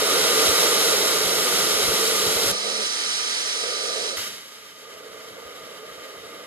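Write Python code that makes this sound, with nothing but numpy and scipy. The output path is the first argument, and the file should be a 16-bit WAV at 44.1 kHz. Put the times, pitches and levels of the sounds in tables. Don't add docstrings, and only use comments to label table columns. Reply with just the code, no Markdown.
import sys
import numpy as np
from scipy import signal
from scipy.fft import rfft, irfft, next_fast_len
from scipy.io import wavfile
from scipy.ndimage import map_coordinates

SR = 44100
rng = np.random.default_rng(int(sys.argv[2]) if len(sys.argv) > 2 else 0)


def to_wav(sig):
    pcm = np.clip(np.atleast_2d(sig), -1, 1) * 32767
    pcm = np.round(pcm).astype(np.int16)
    wavfile.write(sys.argv[1], SR, pcm.T)


N = 284886

NARROWS_S, REOPENS_S, CHANGE_S = 2.519, 4.167, 0.0092
THROTTLE_CUT_S = 4.169

# frequency in Hz, relative level in dB per Hz.
BOOM_COLOUR = [(60, -55), (130, -19.5), (235, -13), (370, -6), (480, 4.5), (690, -3), (800, -11.5),
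               (1000, -16), (1210, -7.5), (1500, -15.5), (2500, -22.5), (4000, -30.5)]
# frequency in Hz,
# likeness of the two sides from 0 to 1, lead of the left side in radians, left-to-right balance in dB.
OPEN_PORTS = [(90, 0.41, 1.0, 2.5), (200, 0.64, 0.1, -2.0), (340, 0.75, 0.5, 1.0), (450, 0.95, -0.5, -3.5),
              (640, 0.79, -1.1, -2.5), (840, 0.27, -1.5, -0.5), (1060, 0.7, -0.5, -4.5),
              (1220, 0.92, -0.6, -3.5), (1580, 0.72, -1.5, 1.5), (1820, 0.4, -1.5, -1.5),
              (2200, 0.67, -1.4, 0.0), (2450, 0.33, -0.9, 0.0), (2900, 0.51, -1.4, -2.0),
              (3900, 0.85, -1.8, -2.0), (4200, 0.26, -1.6, -2.0), (4550, 0.49, -2.7, -2.0),
              (4900, 0.36, -2.9, 0.0), (5400, 0.88, -3.4, -1.5), (5950, 0.73, -3.2, -3.0),
              (6450, 0.21, -0.7, -3.0), (6750, 0.3, -1.5, -3.5), (7150, 0.39, 0.0, 0.5),
              (7600, 0.43, 0.1, 6.0), (8150, 0.58, -2.3, 0.5), (8700, 0.78, -3.3, -1.0),
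              (9400, 0.86, -4.3, -2.0), (10800, 0.83, -5.7, 0.0), (12600, 0.7, -7.0, 0.0),
              (13400, 0.53, -8.0, 0.0)]
NARROW_PORTS = [(80, 0.78, 3.0, 0.0), (200, 0.87, 1.3, -4.5), (330, 0.74, 1.1, -1.5),
                (460, 0.95, 0.8, -4.5), (660, 0.21, -0.6, -4.5), (780, 0.55, -3.1, -4.0),
                (940, 0.34, -3.3, -5.5), (1230, 0.83, -1.5, -8.5), (1600, 0.54, -2.5, -2.5),
                (2350, 0.38, -2.8, -4.0), (3080, 0.85, -3.3, -3.0), (3400, 0.42, -3.4, -3.0),
                (3980, 0.72, -4.2, -6.5), (4500, 0.79, -5.5, -2.5), (4950, 0.54, -5.7, -1.5),
                (5200, 0.7, -7.3, -4.5), (5400, 0.72, -8.5, -2.0), (5920, 0.88, -8.9, -1.0),
                (6550, 0.6, -7.0, -3.0), (7500, 0.59, -6.2, -2.5), (7850, 0.35, -4.0, -1.5),
                (8150, 0.64, -4.0, -3.5), (8900, 0.48, -4.5, -10.0), (10100, 0.1, -7.1, -24.5),
                (11500, 0.07, -10.1, -14.0), (13300, 0.17, -12.1, -9.0)]
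# time in seconds, rush in the duct in dB, hiss at the outlet in dB.
FULL_THROTTLE = [(0, -25, -29.5), (0.2, -24.5, -28.5), (0.43, -23.5, -26.5), (0.72, -24.5, -26.5),
                 (1.0, -26, -28.5), (1.35, -27, -29), (1.55, -26, -28), (2.1, -28, -29), (2.43, -27.5, -29),
                 (2.5, -27.5, -28)]


def from_db(db):
    return 10 ** (np.asarray(db) / 20)


def rms_one(x):
    return x / np.sqrt(np.mean(x ** 2) + 1e-20)


def in_time(rows):
    seconds, *columns = np.transpose(rows)
    return [np.interp(np.arange(N) / SR, seconds, column) for column in columns]


def at_hz(points, hz):
    table_hz, *columns = np.transpose(points)
    return [np.interp(np.log(hz), np.log(table_hz), column) for column in columns]


def ramp(start_s, length_s):
    return np.clip((np.arange(N) / SR - start_s) / length_s, 0, 1)


def lasting(start_s, end_s, rise_s, fall_s):
    begun = ramp(start_s - rise_s / 2, rise_s)
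    ended = ramp(end_s - fall_s / 2, fall_s)
    return begun * (1 - ended)


def stages():
    narrows = ramp(NARROWS_S - CHANGE_S / 2, CHANGE_S)
    reopens = ramp(REOPENS_S - CHANGE_S / 2, CHANGE_S)
    return 1 - narrows, narrows - reopens, reopens


def coasting(start_db, idle_db, coast_s, pickup_db, pickup_s, takes_s):
    since_cut_s = np.maximum(np.arange(N) / SR - THROTTLE_CUT_S, 0)
    left = np.exp(-since_cut_s / coast_s)
    sinking = from_db(start_db) * left + from_db(idle_db) * (1 - left)
    return sinking * from_db(pickup_db * ramp(pickup_s, takes_s))


def drift(rate):
    size = next_fast_len(N)
    hz = np.fft.rfftfreq(size, 1 / SR)
    spectrum = rfft(rng.standard_normal(size)) / (1 + (hz / rate) ** 2)
    return rms_one(irfft(spectrum, size)[:N])


def modes_of(stage):
    # centre in Hz, width in Hz,
    # lift when full in dB, lift when narrowed in dB, lift when throttled in dB.
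    duct_modes = [(285, 46, 1, -0.5, 4), (435, 60, 10, 5.5, 6), (645, 33, -2.5, 3.5, 4),
                  (740, 31, 3, 4.5, -1.5), (885, 41, 5.5, 6, 7.5), (1216, 76, 4, 10, 10.5),
                  (1424, 286, 7.5, 3.5, 5.5), (1637, 44, 0, -0.5, 9.5), (2057, 440, 7.5, 3, 10.5),
                  (2854, 66, 1.5, 1.5, 5), (3080, 120, 6.5, 8.5, 10.5), (3333, 150, 5.5, 3, 3.5),
                  (3784, 195, 6.5, -1, 9.5), (3967, 260, 5.5, 9, 1), (4377, 180, 5, 5.5, 4.5),
                  (4696, 113, 6.5, 8, 6.5), (5180, 210, 5, 6, 5), (5436, 230, 7, 4.5, 5),
                  (5885, 170, 6.5, 10, 5.5), (6660, 320, 3.5, 2, 2.5), (7350, 250, 1, -0.5, 4),
                  (7510, 250, 7, 4, 2.5), (8150, 90, 4, 7, 5), (8300, 220, 5, 1.5, 0),
                  (8890, 320, 9, 2.5, 5), (9470, 310, 8.5, 1, 1.5), (10840, 350, 2.5, -3, 1)]
    lift_column = 2 + ["full", "narrowed", "throttled"].index(stage)
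    return np.array(duct_modes)[:, [0, 1, lift_column]]


def turbulence(colour, modes, ports):
    size = next_fast_len(N)
    hz = np.maximum(np.fft.rfftfreq(size, 1 / SR), 1)
    colour_db, = at_hz(colour, hz)
    lift_db = sum(db / (1 + (2 * (hz - centre) / width) ** 2) for centre, width, db in modes)
    likeness, lead, balance_db = at_hz(ports, hz)
    likeness = np.clip(likeness, 0, .98)
    direct, scattered = rfft(rng.standard_normal((2, size)))
    direct = np.sqrt(1 + likeness) * direct
    scattered = np.sqrt(1 - likeness) * scattered
    left = (direct + scattered) * from_db(balance_db / 2) * np.exp(1j * lead)
    right = (direct - scattered) * from_db(-balance_db / 2)
    equal_power = 1 / np.sqrt(from_db(balance_db) + from_db(-balance_db))
    spectrum = np.array([left, right]) * equal_power * from_db(colour_db + lift_db)
    return rms_one(irfft(spectrum, size)[:, :N])


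def breathy_tone(pitch_hz, width_hz, ports):
    wander = drift(width_hz) + 1j * drift(width_hz)
    tone = wander * np.exp(2j * np.pi * np.cumsum(pitch_hz * np.ones(N)) / SR)
    _, lead, balance_db = at_hz(ports, np.mean(pitch_hz))
    left = tone * from_db(balance_db) * np.exp(1j * lead)
    return rms_one(np.real([left, tone]))


def open_stream(rush_gain, hiss_gain, rush_colour, modes, top_hz, flutter_db):
    # frequency in Hz, relative level in dB per Hz.
    hiss_colour = [(500, -32), (1500, -14.5), (2600, -4), (3500, -3.5), (4800, -1.5), (6300, -2),
                   (8200, -6.5), (9700, -4.5), (10400, -4.5), (11800, -3.5), (13000, -7.5), (14000, -11)]
    rush = rush_gain * turbulence(rush_colour, modes, OPEN_PORTS)
    hiss = hiss_gain * turbulence(hiss_colour, modes, OPEN_PORTS)
    hiss = signal.sosfilt(signal.butter(6, top_hz, fs=SR, output="sos"), hiss)
    return (rush + hiss) * from_db(flutter_db * drift(14.0))


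def full_stream(rush_gain_db, hiss_gain_db):
    # frequency in Hz, relative level in dB per Hz.
    rush_colour = [(100, -24), (170, -4.5), (235, -6), (290, 0), (370, 4), (600, 1), (740, 0), (950, -2),
                   (1100, -1.5), (1400, -2), (1800, -6), (2500, -4.5), (3500, -3), (6000, -16),
                   (12000, -25)]
    rush_db, hiss_db = in_time(FULL_THROTTLE)
    rush_gain, hiss_gain = from_db(rush_db + rush_gain_db), from_db(hiss_db + hiss_gain_db)
    return open_stream(rush_gain, hiss_gain, rush_colour, modes_of("full"), top_hz=15900, flutter_db=0.47)


def duct_boom(over_rush_db, narrowed_db, flutter_db):
    # start in seconds, end in seconds, depth in dB.
    boom_dips = [(2.84, 3.586, 12.5), (4.165, 4.806, 13)]
    fall_s, recover_s = 0.014, 0.13
    full, narrowed, throttled = stages()
    rush_db, _ = in_time(FULL_THROTTLE)
    slowing = coasting(start_db=-34, idle_db=-44.5, coast_s=0.13, pickup_db=2.5, pickup_s=4.95, takes_s=0.24)
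    open_gain = full * from_db(rush_db + over_rush_db) + throttled * slowing
    open_boom = open_gain * turbulence(BOOM_COLOUR, modes_of("throttled"), OPEN_PORTS)
    narrow_noise = turbulence(BOOM_COLOUR, modes_of("narrowed"), NARROW_PORTS)
    boom = open_boom + narrowed * from_db(narrowed_db) * narrow_noise
    dips_db = sum(depth_db * lasting(start, end, fall_s, recover_s) for start, end, depth_db in boom_dips)
    return from_db(flutter_db * drift(15.0) - dips_db) * boom


def buffeting(full_db, growth_db_per_s, narrowed_db, lumpy_db, thump_s):
    # frequency in Hz, relative level in dB per Hz.
    gust_colour = [(15, -44), (28, -26), (45, -3), (80, 4.5), (130, 2), (190, 4), (300, -39), (800, -23)]
    # frequency in Hz, likeness from 0 to 1,
    # lead of the left side in radians, left-to-right balance in dB.
    gust_ports = [(30, 0.34, 0, 6), (100, 0.38, 0, 0.5), (250, 0.54, 0, 2.6)]
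    # time of the peak in seconds, level in dB.
    gust_thumps = [(0.23, -46), (0.5, -36), (1.26, -40), (1.885, -37), (1.945, -44), (2.28, -40),
                   (2.365, -44), (2.47, -38), (2.52, -35), (4.19, -45)]
    full, narrowed, throttled = stages()
    t = np.arange(N) / SR
    slowing = coasting(start_db=-59, idle_db=-70.5, coast_s=0.085, pickup_db=7.5, pickup_s=4.93, takes_s=0.2)
    stray = full * from_db(full_db + growth_db_per_s * t)
    stray = stray + narrowed * from_db(narrowed_db) + throttled * slowing
    stray = stray * from_db(lumpy_db * drift(7.4))
    thumps = sum(from_db(db) * np.exp(-((t - peak_s) / thump_s) ** 2) for peak_s, db in gust_thumps)
    return (stray + thumps) * turbulence(gust_colour, [], gust_ports)


def early_ring(level_db, centre_hz, width_hz, until_s, fade_s):
    fade = 1 - ramp(until_s, fade_s)
    return from_db(level_db) * fade * breathy_tone(centre_hz, width_hz, OPEN_PORTS)


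def hum(octave_db, waver, flutter_db, pan_db):
    # time in seconds, pitch in Hz before wavering, level in dB before flutter and panning.
    hum_path = [(0.2, 152, -62), (0.8, 170.2, -60), (1.3, 184, -46.5), (1.85, 195.2, -51.5),
                (2.38, 199.4, -48), (2.55, 203.3, -50.5), (2.82, 211, -48.5), (2.88, 213.3, -61),
                (3.2, 222.2, -64), (4.0, 223, -68), (4.3, 208, -62), (4.6, 189, -85)]
    pitch_hz, level_db = in_time(hum_path)
    phase = 2 * np.pi * np.cumsum(pitch_hz * (1 + waver * drift(17.0))) / SR
    tone = np.sqrt(2) * (np.sin(phase) + from_db(octave_db) * np.sin(2 * phase))
    sides_db = pan_db / 2 * np.array([[1], [-1]])
    return from_db(level_db + flutter_db * drift(8.2) + sides_db) * tone


def whine(width_hz):
    # time in seconds, pitch in Hz, level in dB.
    whine_path = [(0.5, 6800, -65), (0.75, 6840, -46), (0.97, 6885, -45.5), (1.13, 6960, -46),
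                  (1.4, 6966, -47), (1.9, 6972, -62)]
    pitch_hz, level_db = in_time(whine_path)
    return from_db(level_db) * breathy_tone(pitch_hz, width_hz, OPEN_PORTS)


def wavering(x, depth, rate):
    position = np.cumsum(1 + depth * drift(rate))
    return np.array([map_coordinates(side, [position], order=5, mode="mirror") for side in x])


def narrowed_stream():
    # frequency in Hz, relative level in dB per Hz.
    narrow_colour = [(40, -25), (140, -14), (220, -9.5), (450, -4.5), (600, -6.5), (760, -6), (1000, -5),
                     (1350, -3), (1600, -1), (2800, -0.6), (3700, 0.5), (4300, 0), (4900, 0), (5300, 1),
                     (6400, -2), (7800, -6.5), (8600, -2), (10500, -8), (14000, -29.5)]
    # time in seconds, level in dB before flutter.
    narrowed_level = [(2.55, -27), (2.85, -24.5), (3.15, -25), (3.5, -25.5), (3.9, -27.5), (4.09, -27),
                      (4.135, -31.5), (4.17, -31)]
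    level_db, = in_time(narrowed_level)
    rush = wavering(turbulence(narrow_colour, modes_of("narrowed"), NARROW_PORTS), depth=.003, rate=12)
    flutter_db = .3 * drift(14)
    return from_db(level_db + flutter_db) * rush


def throttled_stream():
    # frequency in Hz, relative level in dB per Hz.
    idle_rush_colour = [(100, -25), (175, -1), (250, -2), (370, -2.5), (600, 1.5), (780, -5), (1060, -5),
                        (1400, -4.5), (1800, -6), (2200, -5), (2500, -5), (3100, -3), (3700, -5),
                        (6000, -17), (12000, -16)]
    rush = coasting(start_db=-33.5, idle_db=-47.5, coast_s=0.13, pickup_db=3.0, pickup_s=4.8, takes_s=0.72)
    hiss = coasting(start_db=-27.0, idle_db=-49, coast_s=0.12, pickup_db=1.5, pickup_s=4.4, takes_s=.8)
    return open_stream(rush, hiss, idle_rush_colour, modes_of("throttled"), top_hz=12700, flutter_db=0.96)


def reopening_puff(level_db, centre_hz, width_hz, decay_s):
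    since_s = np.maximum(np.arange(N) / SR - REOPENS_S, 0)
    fade = np.exp(-since_s / decay_s)
    return from_db(level_db) * fade * breathy_tone(centre_hz, width_hz, OPEN_PORTS)


def idle_whistle(level_db, centre_hz, width_hz, swell_s):
    r = np.exp(-np.pi * width_hz / SR)
    resonator = [1, -2 * r * np.cos(2 * np.pi * centre_hz / SR), r * r]
    eddies = turbulence(BOOM_COLOUR, [], OPEN_PORTS)
    for _ in range(2):
        eddies = signal.lfilter([1, 0, -1], resonator, eddies)
    return ramp(THROTTLE_CUT_S, swell_s) * from_db(level_db) * rms_one(eddies)


def desk_echoes(hz, count=12):
    share, reach_s, low_hz = 0.2, .025, 1200
    delays_s = reach_s * rng.uniform(.25, 1, count)
    reflected = share * hz ** 2 / (hz ** 2 + low_hz ** 2)
    arrivals = sum(np.exp(-2j * np.pi * hz * delay_s) for delay_s in delays_s)
    return 1 + reflected / np.sqrt(count) * arrivals


def on_desk(x):
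    size = next_fast_len(N + SR // 10)
    hz = np.fft.rfftfreq(size, 1 / SR)
    return irfft(rfft(x, size) * desk_echoes(hz), size)[:, :N]


def scene():
    full, narrowed, throttled = stages()
    stream = full * full_stream(rush_gain_db=0.0, hiss_gain_db=6.5)
    stream = stream + narrowed * narrowed_stream() + throttled * throttled_stream()
    boom = duct_boom(over_rush_db=-1.83, narrowed_db=-34, flutter_db=1.0)
    wind = buffeting(full_db=-55.5, growth_db_per_s=4.0, narrowed_db=-88, lumpy_db=4.0, thump_s=0.016)
    ring = early_ring(level_db=-34.5, centre_hz=3810, width_hz=56, until_s=0.85, fade_s=0.25)
    tone = hum(octave_db=-6, waver=0.0013, flutter_db=1.1, pan_db=-5.0)
    thin_whine = whine(width_hz=14)
    puff = reopening_puff(level_db=-35, centre_hz=1306, width_hz=170, decay_s=0.063)
    whistle = idle_whistle(level_db=-54.5, centre_hz=1212, width_hz=51, swell_s=0.2)
    echoed = on_desk(stream + boom + whistle)
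    return echoed + full * (ring + thin_whine) + throttled * puff + wind + tone


def record(dry):
    return signal.sosfilt(signal.ellip(12, .1, 80, 13900, fs=SR, output="sos"), dry)


dry = scene()
out = record(dry)
to_wav(out)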